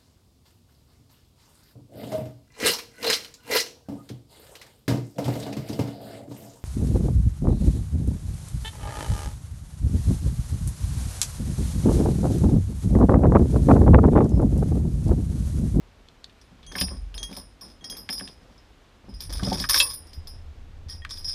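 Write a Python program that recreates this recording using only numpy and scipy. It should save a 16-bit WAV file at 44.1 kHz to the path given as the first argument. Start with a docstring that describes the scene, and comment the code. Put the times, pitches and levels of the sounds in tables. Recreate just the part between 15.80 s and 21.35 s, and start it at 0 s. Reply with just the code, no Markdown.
"""On the paving of a quiet street, by a parked motorcycle, a heavy chain in a cloth sleeve is unlocked,
laid down and picked up. Steel links clink and jostle as they hit each other, the end ring chimes and
the lock clacks. Each strike sets off a few fading tones, often with a click of noise. The microphone
sits on a helmet that thuds and rumbles as it is bumped, lifted and carried."""
import sys
import numpy as np
from scipy import signal
from scipy.fft import rfft, irfft, next_fast_len
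from scipy.io import wavfile
from scipy.ndimage import uniform_filter1d

SR = 44100
rng = np.random.default_rng(int(sys.argv[2]) if len(sys.argv) > 2 else 0)


def store_pcm(level_fs):
    """Save levels as 16-bit WAV."""
    pcm = np.round(np.clip(level_fs, -1, 1) * 32767).astype(np.int16)
    wavfile.write(sys.argv[1], SR, np.atleast_2d(pcm).T)


N = 244645
TIME = np.arange(N) / SR
AGE = np.arange(SR // 2) / SR  # seconds since a strike

# All table levels are relative: the functions turn them up or down.
# Short pulls on the chain. Each row: start and length in seconds, jostle and rub levels in dB.
PULLS = [(0.91, .21, -51.5, -43), (1.341, 0.089, -64, -45.5), (1.486, .1, -54.5, -45.5),
         (1.811, 0.086, -61, -48), (2.008, 0.21, -72, -49.5), (2.287, 0.21, -57, -48.5),
         (2.606, 0.15, -75, -54.5), (3.238, 0.068, -76, -53), (3.397, 0.028, -50, -52),
         (3.49, .125, -45, -41.5), (3.624, 0.14, -39.5, -34), (3.767, 0.055, -41, -41.5),
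         (3.886, .115, -28.5, -56.5), (4.044, .07, -47.5, -70), (5.078, 0.038, -52, -66),
         (5.284, 0.098, -49.5, -72), (5.437, 0.088, -48.5, -72)]
# The tone of steel clicking on steel. Each row: pitch in Hz, level in dB.
CLICK_COLOUR = [(200, -39), (700, -20), (1100, 0), (2000, 0.5), (2800, -7), (3500, 6.5), (4200, 2.5),
                (5100, 11.5), (6100, 1.5), (7000, -12.5), (8000, -9.5), (10000, -9.5), (12000, -20),
                (15000, -23)]
# The dull tone of rubs and thuds. Each row: pitch in Hz, level in dB.
RUB_COLOUR = [(70, -27.5), (115, -13), (145, -11.5), (189, -2.5), (260, -6), (320, -9), (560, -13),
              (790, -15), (1100, -18.5), (1400, -23), (2400, -33.5), (4000, -63)]


def undb(db):
    """Turn decibels into a number to multiply by."""
    return 10 ** (np.asarray(db) / 20)


def unit(x):
    """Scale a signal to an average power of 1."""
    return x / np.sqrt(np.mean(x ** 2))


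def add(track, start, sound):
    """Mix a sound into a track at a start time in seconds."""
    i = max(int(start * SR), 0)
    part = track[i:i + len(sound)]
    part += sound[:len(part)]


def fade(t60):
    """Die away by 60 dB in t60 seconds, the fade time."""
    return np.exp(-np.log(1000) * AGE / max(t60, 1 / 1000))


def colour(x, points):
    """Shape the tone along (Hz, dB) points; white noise keeps its power."""
    size = 2 * next_fast_len(len(x) // 2 + 2048)
    hz, db = np.transpose(points)
    grid = np.log(np.arange(size // 2 + 1) * SR / size + 1)
    gains = unit(undb(np.interp(grid, np.log(hz), db)))
    cepstrum = irfft(np.log(gains))
    cepstrum[1:size // 2] *= 2  # folded so that nothing sounds before its strike
    cepstrum[size // 2 + 1:] = 0
    return irfft(rfft(x, size) * np.exp(rfft(cepstrum)))[:len(x)]


def wander(rate):
    """Drift at random, turning about `rate` times a second."""
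    size = int(SR / rate)
    return uniform_filter1d(np.repeat(rng.standard_normal(N // size + 1), size), size)[:N]


def ring(hz, gains, t60):
    """The fading tones of a struck object; each starts up or down by chance."""
    age = AGE.astype(np.float32)
    waves = np.sin(np.float32(2 * np.pi * hz)[:, None] * age)
    fades = np.exp(np.float32(-np.log(1000) / t60)[:, None] * age)
    return (gains * rng.choice([-1, 1], len(hz))) @ (waves * fades)


def burst(t60, tail_db, tail_t60):
    """A crack of noise with a tail scattered by paving, wheel and helmet."""
    return rng.standard_normal(len(AGE)) * (fade(t60) + undb(tail_db) * fade(tail_t60))


def effort(age, length, rise_s=.0079, release_t60=.25):
    """One pull sets in quickly, holds for its length and dies away."""
    return np.clip(age / rise_s, 0, 1) * undb(-60 * np.maximum(age - length, 0) / release_t60)


def street(level_db=-56.5):
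    """The hush of the distant town swells and sinks a little."""
    # Each row: pitch in Hz, level in dB.
    hush_colour = [(18, -50), (30, 3), (55, -5.5), (71, -18.5), (113, -14), (200, -23.5), (240, -12.5),
                   (311, -17), (661, -20.5), (772, -21.5), (3480, -27.5), (5860, -34.5), (14900, -50)]
    swell_db = .6 * wander(2)
    return undb(level_db + swell_db) * unit(colour(rng.standard_normal(N), hush_colour))


def handling(lift_at_s=3.9, lift_takes_s=.31, rub_db=-4, rumble_db=-2):
    """Cloth catches and slips; lifting the helmet brings leather clothes nearer and alters the rumble."""
    # The rumble's tone at rest and when carried. Each row: pitch in Hz, level in dB.
    resting_colour = [(11, -16), (18, -16), (49, 11), (81, -1), (113, 0.5), (139, -27), (160, 0),
                      (210, -52), (350, -120)]
    carried_colour = [(11, -28.5), (18, 11.5), (28, 0), (43, -17), (70, -7), (86, -3), (99, -19.5),
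                      (125, -19.5), (200, -38.5), (260, -66.5), (440, -120)]
    # The rumble follows the helmet's moves. Each row: time in seconds, level in dB.
    rumble_levels = [(0, -51), (.55, -59), (1.08, -38.5), (1.7, -50), (2.8, -53.5), (3.17, -57.5),
                     (3.38, -36.5), (3.7, -28), (4.05, -41), (4.55, -33.5), (5.55, -34.5)]
    lifted = np.clip((TIME - lift_at_s) / lift_takes_s, 0, 1)
    sleeve_power = sum((undb(db + rub_db) * effort(TIME - start, length)) ** 2
                       for start, length, _, db in PULLS)
    leather = undb(-65 + 5 * lifted)
    slips = unit(colour(rng.standard_normal(N) * undb(3 * wander(110)), RUB_COLOUR))
    resting = np.sqrt(1 - lifted) * unit(colour(rng.standard_normal(N), resting_colour))
    carried = np.sqrt(lifted) * unit(colour(rng.standard_normal(N), carried_colour))
    rumble = undb(np.interp(TIME, *np.transpose(rumble_levels)) + rumble_db) * (resting + carried)
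    return np.sqrt(sleeve_power + leather ** 2) * slips + rumble


def helmet(thud_db=-9):
    """Bumps ring the shell, each up to its own pitch above which the tones weaken; the helmet rocks on its
    padding."""
    # Each row: start in seconds, level in dB, pitch in Hz above which the tones weaken.
    bumps = [(0.717, -39.5, 220), (.955, -34, 706), (1.013, -21, 348), (1.035, -22, 181), (1.115, -27, 227),
             (1.51, -32.5, 302), (1.572, -35, 596), (2.294, -34, 730), (2.412, -31, 408), (3.283, -30, 263),
             (3.626, -15.5, 202), (3.672, -13.5, 228), (3.717, -19.5, 1500), (3.803, -24.5, 300)]
    # Each row: pitch in Hz, level in dB, fade time in seconds.
    shell_tones = [(107, -8.5, 0.1), (189.4, -2.5, 0.15), (261.6, -7.5, 0.22), (379.5, -11.5, 0.15),
                   (564, -1, 0.059), (751, 3.5, 0.052), (890, -3, 0.097), (1170, -26, 0.05)]
    # Each row: start in seconds, level in dB, pitch in Hz, fade time in seconds before the taper.
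    sways = [(1.013, -27.5, 69, 1.4), (1.144, -28.5, 46, 3.8), (3.336, -35, 45, 1.1),
             (4.376, -25.5, 78.4, 0.19), (5.062, -27.5, 79.7, 0.22), (5.477, -33, 85, 0.25)]
    out = np.zeros(N)
    hz, db, t60 = np.transpose(shell_tones)
    push = 1 - fade(.02)  # padding softens the start
    for start, bump_db, corner_hz in bumps:
        gains = undb(bump_db + db) / np.hypot(1, (hz / corner_hz) ** 2)
        detune = 1 + .015 * rng.standard_normal(len(hz))
        thud = undb(bump_db + thud_db) * colour(burst(.04, tail_db=-39.5, tail_t60=.16), RUB_COLOUR)
        add(out, start, push * (ring(hz * detune, gains, t60) + thud))
    taper = 1 - AGE / AGE[-1]
    for start, sway_db, sway_hz, sway_t60 in sways:
        add(out, start, undb(sway_db) * np.sin(2 * np.pi * sway_hz * AGE) * fade(sway_t60) * taper)
    return out


def surroundings(x, echo_db=-12, t60=.076):
    """Wheel, forks and paving echo the sound; its bounce off the helmet cancels some pitches."""
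    # Each row: pitch in Hz, width in Hz, depth in dB.
    notches = [(1390, 240, -26), (2025, 220, -6.5), (2850, 170, -10), (3920, 180, -6.5), (7200, 720, 3)]
    echoes = rng.standard_normal(len(AGE)) * fade(t60) * (1 - fade(t60 / 2))
    x = x + undb(echo_db) * signal.fftconvolve(x, echoes / np.linalg.norm(echoes))[:N]
    for hz, width, depth_db in notches:
        band = signal.lfilter(*signal.iirpeak(hz, hz / width, fs=SR), x)
        x = x + (undb(depth_db) - 1) * band
    return x


def clunks(t60=.21):
    """The chain drops or snaps tight, and its links share one rough, low ring."""
    # Each row: start in seconds, level in dB.
    drops = [(.96, -41), (1.018, -56), (1.107, -47.5), (1.569, -50), (1.817, -54), (2.161, -53),
             (3.895, -35), (3.945, -31), (4.004, -33), (4.047, -40), (4.1, -45.5)]
    # Each row: pitch in Hz, level in dB.
    clunk_colour = [(150, -25), (330, -8), (400, -15), (490, -3), (570, -5), (680, -15), (900, -9),
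                    (1080, 5), (1250, -8), (1400, -15), (1650, -10), (2000, -13), (2400, -22), (5000, -40)]
    out = np.zeros(N)
    for start, db in drops:
        add(out, start, undb(db) * rng.standard_normal(len(AGE)) * fade(t60))
    return colour(out, clunk_colour)


def lock():
    """The hollow lock swings into the chain and rings briefly."""
    # Each row: start in seconds, level in dB.
    blows = [(1.012, -36), (4.001, -12)]
    # Each row: pitch in Hz, level in dB, fade time in seconds.
    lock_tones = [(1631, -20, .1), (2628, 0, .085), (3295, 0, .055), (3620, -5, .04), (3741, -2, .06),
                  (4070, -3, .055), (7330, -17, .07), (7520, -16, .06)]
    out = np.zeros(N)
    hz, db, t60 = np.transpose(lock_tones)
    for start, blow_db in blows:
        add(out, start, ring(hz, undb(blow_db + db), t60))
    return out


def clacks(band_ratio=1.19, crack_db=-4, count=14):
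    """Steel knocks on lock and paving: a crack and short tones, higher for a harder contact."""
    # Each row: start in seconds, level in dB, centre pitch in Hz, rough fade time in seconds.
    knocks = [(.286, -34, 3970, 0.012), (.443, -21.5, 4000, 0.011), (.495, -41, 3160, 0.049),
              (0.829, -42, 3090, 0.14), (.865, -32, 5470, 0.016), (.917, -28.5, 1620, 0.029),
              (.953, -18, 1796, 0.049), (0.984, -17.5, 2900, 0.065), (1.012, -10, 2840, 0.035),
              (1.083, -30, 2360, 0.041), (1.342, -26.5, 2830, 0.025), (1.379, -16, 4150, 0.0088),
              (1.43, -24, 4860, 0.017), (1.528, -26.5, 2410, .025), (2.099, -23.5, 4300, 0.0097),
              (2.125, -34, 2090, 0.03), (2.15, -34.5, 2260, 0.019), (2.29, -13.5, 2450, 0.036),
              (2.397, -26.5, 2390, 0.042), (2.408, -23, 1720, 0.018), (2.475, -28.5, 3270, .05),
              (3.595, -25, 1396, 0.05), (3.632, -23, 3520, 0.072), (3.8, -15, 4460, 0.018),
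              (3.84, -12, 1508, 0.044), (3.893, -18, 1238, 0.087), (3.943, -9, 1870, 0.048),
              (3.979, -17.5, 3640, 0.028), (4.002, -1, 3920, 0.042), (4.331, -36, 3990, 0.014),
              (5.249, -11.5, 1770, 0.014), (5.305, -30.5, 4560, 0.043)]
    # Each row: pitch in Hz, level in dB.
    clack_colour = [(150, -18.5), (500, -6), (800, -4), (1150, 8), (1700, 7), (2350, -1), (3500, 5),
                    (4800, 0.5), (7000, -5.5), (8000, -4), (12000, -5.5), (14000, -28)]
    out = np.zeros(N)
    for start, db, hz, t60 in knocks:
        band = signal.butter(1, [hz / band_ratio, hz * band_ratio], "band", fs=SR)
        octaves = (np.arange(count) + rng.random(count)) * 2 / count - 1
        fade_times = t60 * .92 * rng.uniform(.67, 1.2, count)
        tones = ring(hz * 2 ** octaves, 1 / count, fade_times)
        crack = undb(crack_db) * burst(t60, tail_db=-21.5, tail_t60=.059)
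        add(out, start, undb(db) * signal.lfilter(*band, tones + crack))
    return colour(out, clack_colour)


def end_ring(scatter_db=2):
    """The larger ring at the chain's end chimes lower and purer than the links."""
    # Each row: start in seconds, level in dB, tilt in dB per octave, hand damping (2 halves the fade time).
    chimes = [(.867, -47, -1.5, 0.35), (1.381, -36.5, -1, 0.91), (1.429, -32, -3.5, 1.33),
              (2.01, -48.5, -9, 1.3), (2.042, -33.5, -8, 2.7), (2.099, -37.5, 1, 0.93),
              (5.097, -61.5, -37, 1), (5.22, -45, -25.5, 1.5)]
    # Each row: pitch in Hz, level in dB, fade time in seconds before damping.
    ring_tones = [(1872, -18, .3), (3272, 0, .25), (6010, -6, .14), (6405, -7, .24), (9428, -6, .22),
                  (9750, -15, .1)]
    out = np.zeros(N)
    hz, db, t60 = np.transpose(ring_tones)
    for start, strike_db, tilt, damping in chimes:
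        tone_db = db + tilt * np.log2(hz / hz[1]) + scatter_db * rng.standard_normal(len(hz))
        add(out, start, ring(hz, undb(strike_db + tone_db), t60 / damping))
    return out


def link_pair(low_db, high_db, detune=.0045, scatter_db=4, chatter_s=.012):
    """Two slightly different links chatter together, so their ring builds up and then wavers."""
    # The links bend at clusters of pitches. Each row: pitch in Hz, level in dB, fade time in seconds.
    link_tones = [(4700, -13, .1), (5015, -1, .34), (5122, 0, .34), (5270, -9, .13), (5430, -8, .14),
                  (5565, -2, .28), (9535, 0, .33), (9670, -7, .14), (10600, -4, .26), (10708, -1, .25),
                  (12810, -4, .18), (12980, -6, .13), (13340, -6, .11), (13520, -4, .14), (14680, -20, .2)]
    hz, db, t60 = np.tile(np.transpose(link_tones), 2)
    dulling = min(high_db - low_db, 0) * np.log2(np.maximum(hz / 9500, 1))  # soft hits lose the top
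    gains = undb(db + dulling + scatter_db * rng.standard_normal(len(hz)))
    low = hz < 7000
    gains[low] *= undb(low_db) / np.linalg.norm(gains[low])
    gains[~low] *= undb(high_db) / np.linalg.norm(gains[~low])
    pitches = hz * (1 + detune * rng.standard_normal(len(hz)))
    return ring(pitches, gains, t60) * (1 - fade(chatter_s))


def jostle(count=16, spread_db=5, settle_s=.05):
    """Each pull sets off a run of small, uneven contacts that goes on while the chain settles."""
    rings, clicks = np.zeros(N), np.zeros(N)
    for start, length, db, _ in PULLS:
        ages = (np.arange(count) + rng.random(count)) / count * (length + settle_s)
        forces = undb(db + spread_db * rng.uniform(-1, 1, count)) * effort(ages, length)
        for age, force in zip(ages, forces):
            add(rings, start + age, force * link_pair(low_db=-6, high_db=-10))
            add(clicks, start + age, force * burst(.021, tail_db=2, tail_t60=.047))
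    return rings + colour(clicks, CLICK_COLOUR)


def clinks():
    """Link strikes link with a sharp click and a clear, bright ring."""
    # Each row: start in seconds, then the levels in dB of the low ring, high ring and click.
    strikes = [(.6145, -60, -66, -55), (.921, -53, -59, -45), (.9564, -26, -35.5, -48),
               (0.9801, -22, -39, -38), (.9974, -17.5, -24.5, -50), (1.012, -24, -31.5, -27),
               (1.345, -34, -45, -58), (1.43, -36.5, -40.5, -36.5), (1.527, -37, -46.5, -58),
               (1.566, -32.5, -37.5, -40.5), (1.811, -31.5, -44, -50), (2.043, -29.5, -48, -43),
               (2.0981, -29, -37.5, -62), (2.168, -31.5, -39, -43.5), (2.2997, -21.5, -35, -52),
               (2.327, -23, -31.5, -36), (2.38, -25.5, -36.5, -43.5), (2.779, -52, -79, -61.5),
               (3.29, -47, -64, -75), (3.339, -38, -56, -56), (3.405, -34.5, -35.5, -39.5),
               (3.526, -34, -35, -40), (3.645, -21.5, -42, -60), (3.731, -27.5, -39.5, -37.5),
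               (3.782, -26.5, -56.5, -48), (3.801, -23.5, -34, -36.5), (3.8891, -21, -23, -32.5),
               (3.896, -28, -17.5, -22.5), (3.943, -14, -22, -21), (3.977, -11.5, -16, -23),
               (4.026, -20, -20, -43), (4.094, -31, -36, -62), (4.134, -42, -31, -46),
               (4.269, -46, -56.5, -58), (4.333, -43, -55, -48.5), (4.472, -34.5, -45.5, -44),
               (5.0955, -29.5, -46, -50), (5.308, -26, -47, -36.5), (5.377, -34, -46.5, -63),
               (5.4447, -21.5, -43, -47), (5.481, -18, -39, -46)]
    rings, clicks = np.zeros(N), np.zeros(N)
    for start, low_db, high_db, click_db in strikes:
        add(rings, start, link_pair(low_db - 6, high_db))
        add(clicks, start, undb(click_db + 6) * burst(.0063, tail_db=-5, tail_t60=.07))
    return rings + colour(clicks, CLICK_COLOUR)


def scene():
    """Chain, lock, helmet and street at one microphone."""
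    chain = surroundings(clinks() + jostle() + clunks() + end_ring() + clacks() + lock())
    return (chain + helmet() + handling() + street())[None]


def record(dry):
    """The camera thins the deepest rumble, rounds the loudest peaks and cuts the highest treble."""
    thinned = signal.sosfilt(signal.butter(2, 30, "high", fs=SR, output="sos"), dry)
    rounded = np.tanh(thinned / 2) * 2
    return signal.sosfilt(signal.ellip(10, .2, 80, 14750, fs=SR, output="sos"), rounded)


dry = scene()
out = record(dry)
store_pcm(out)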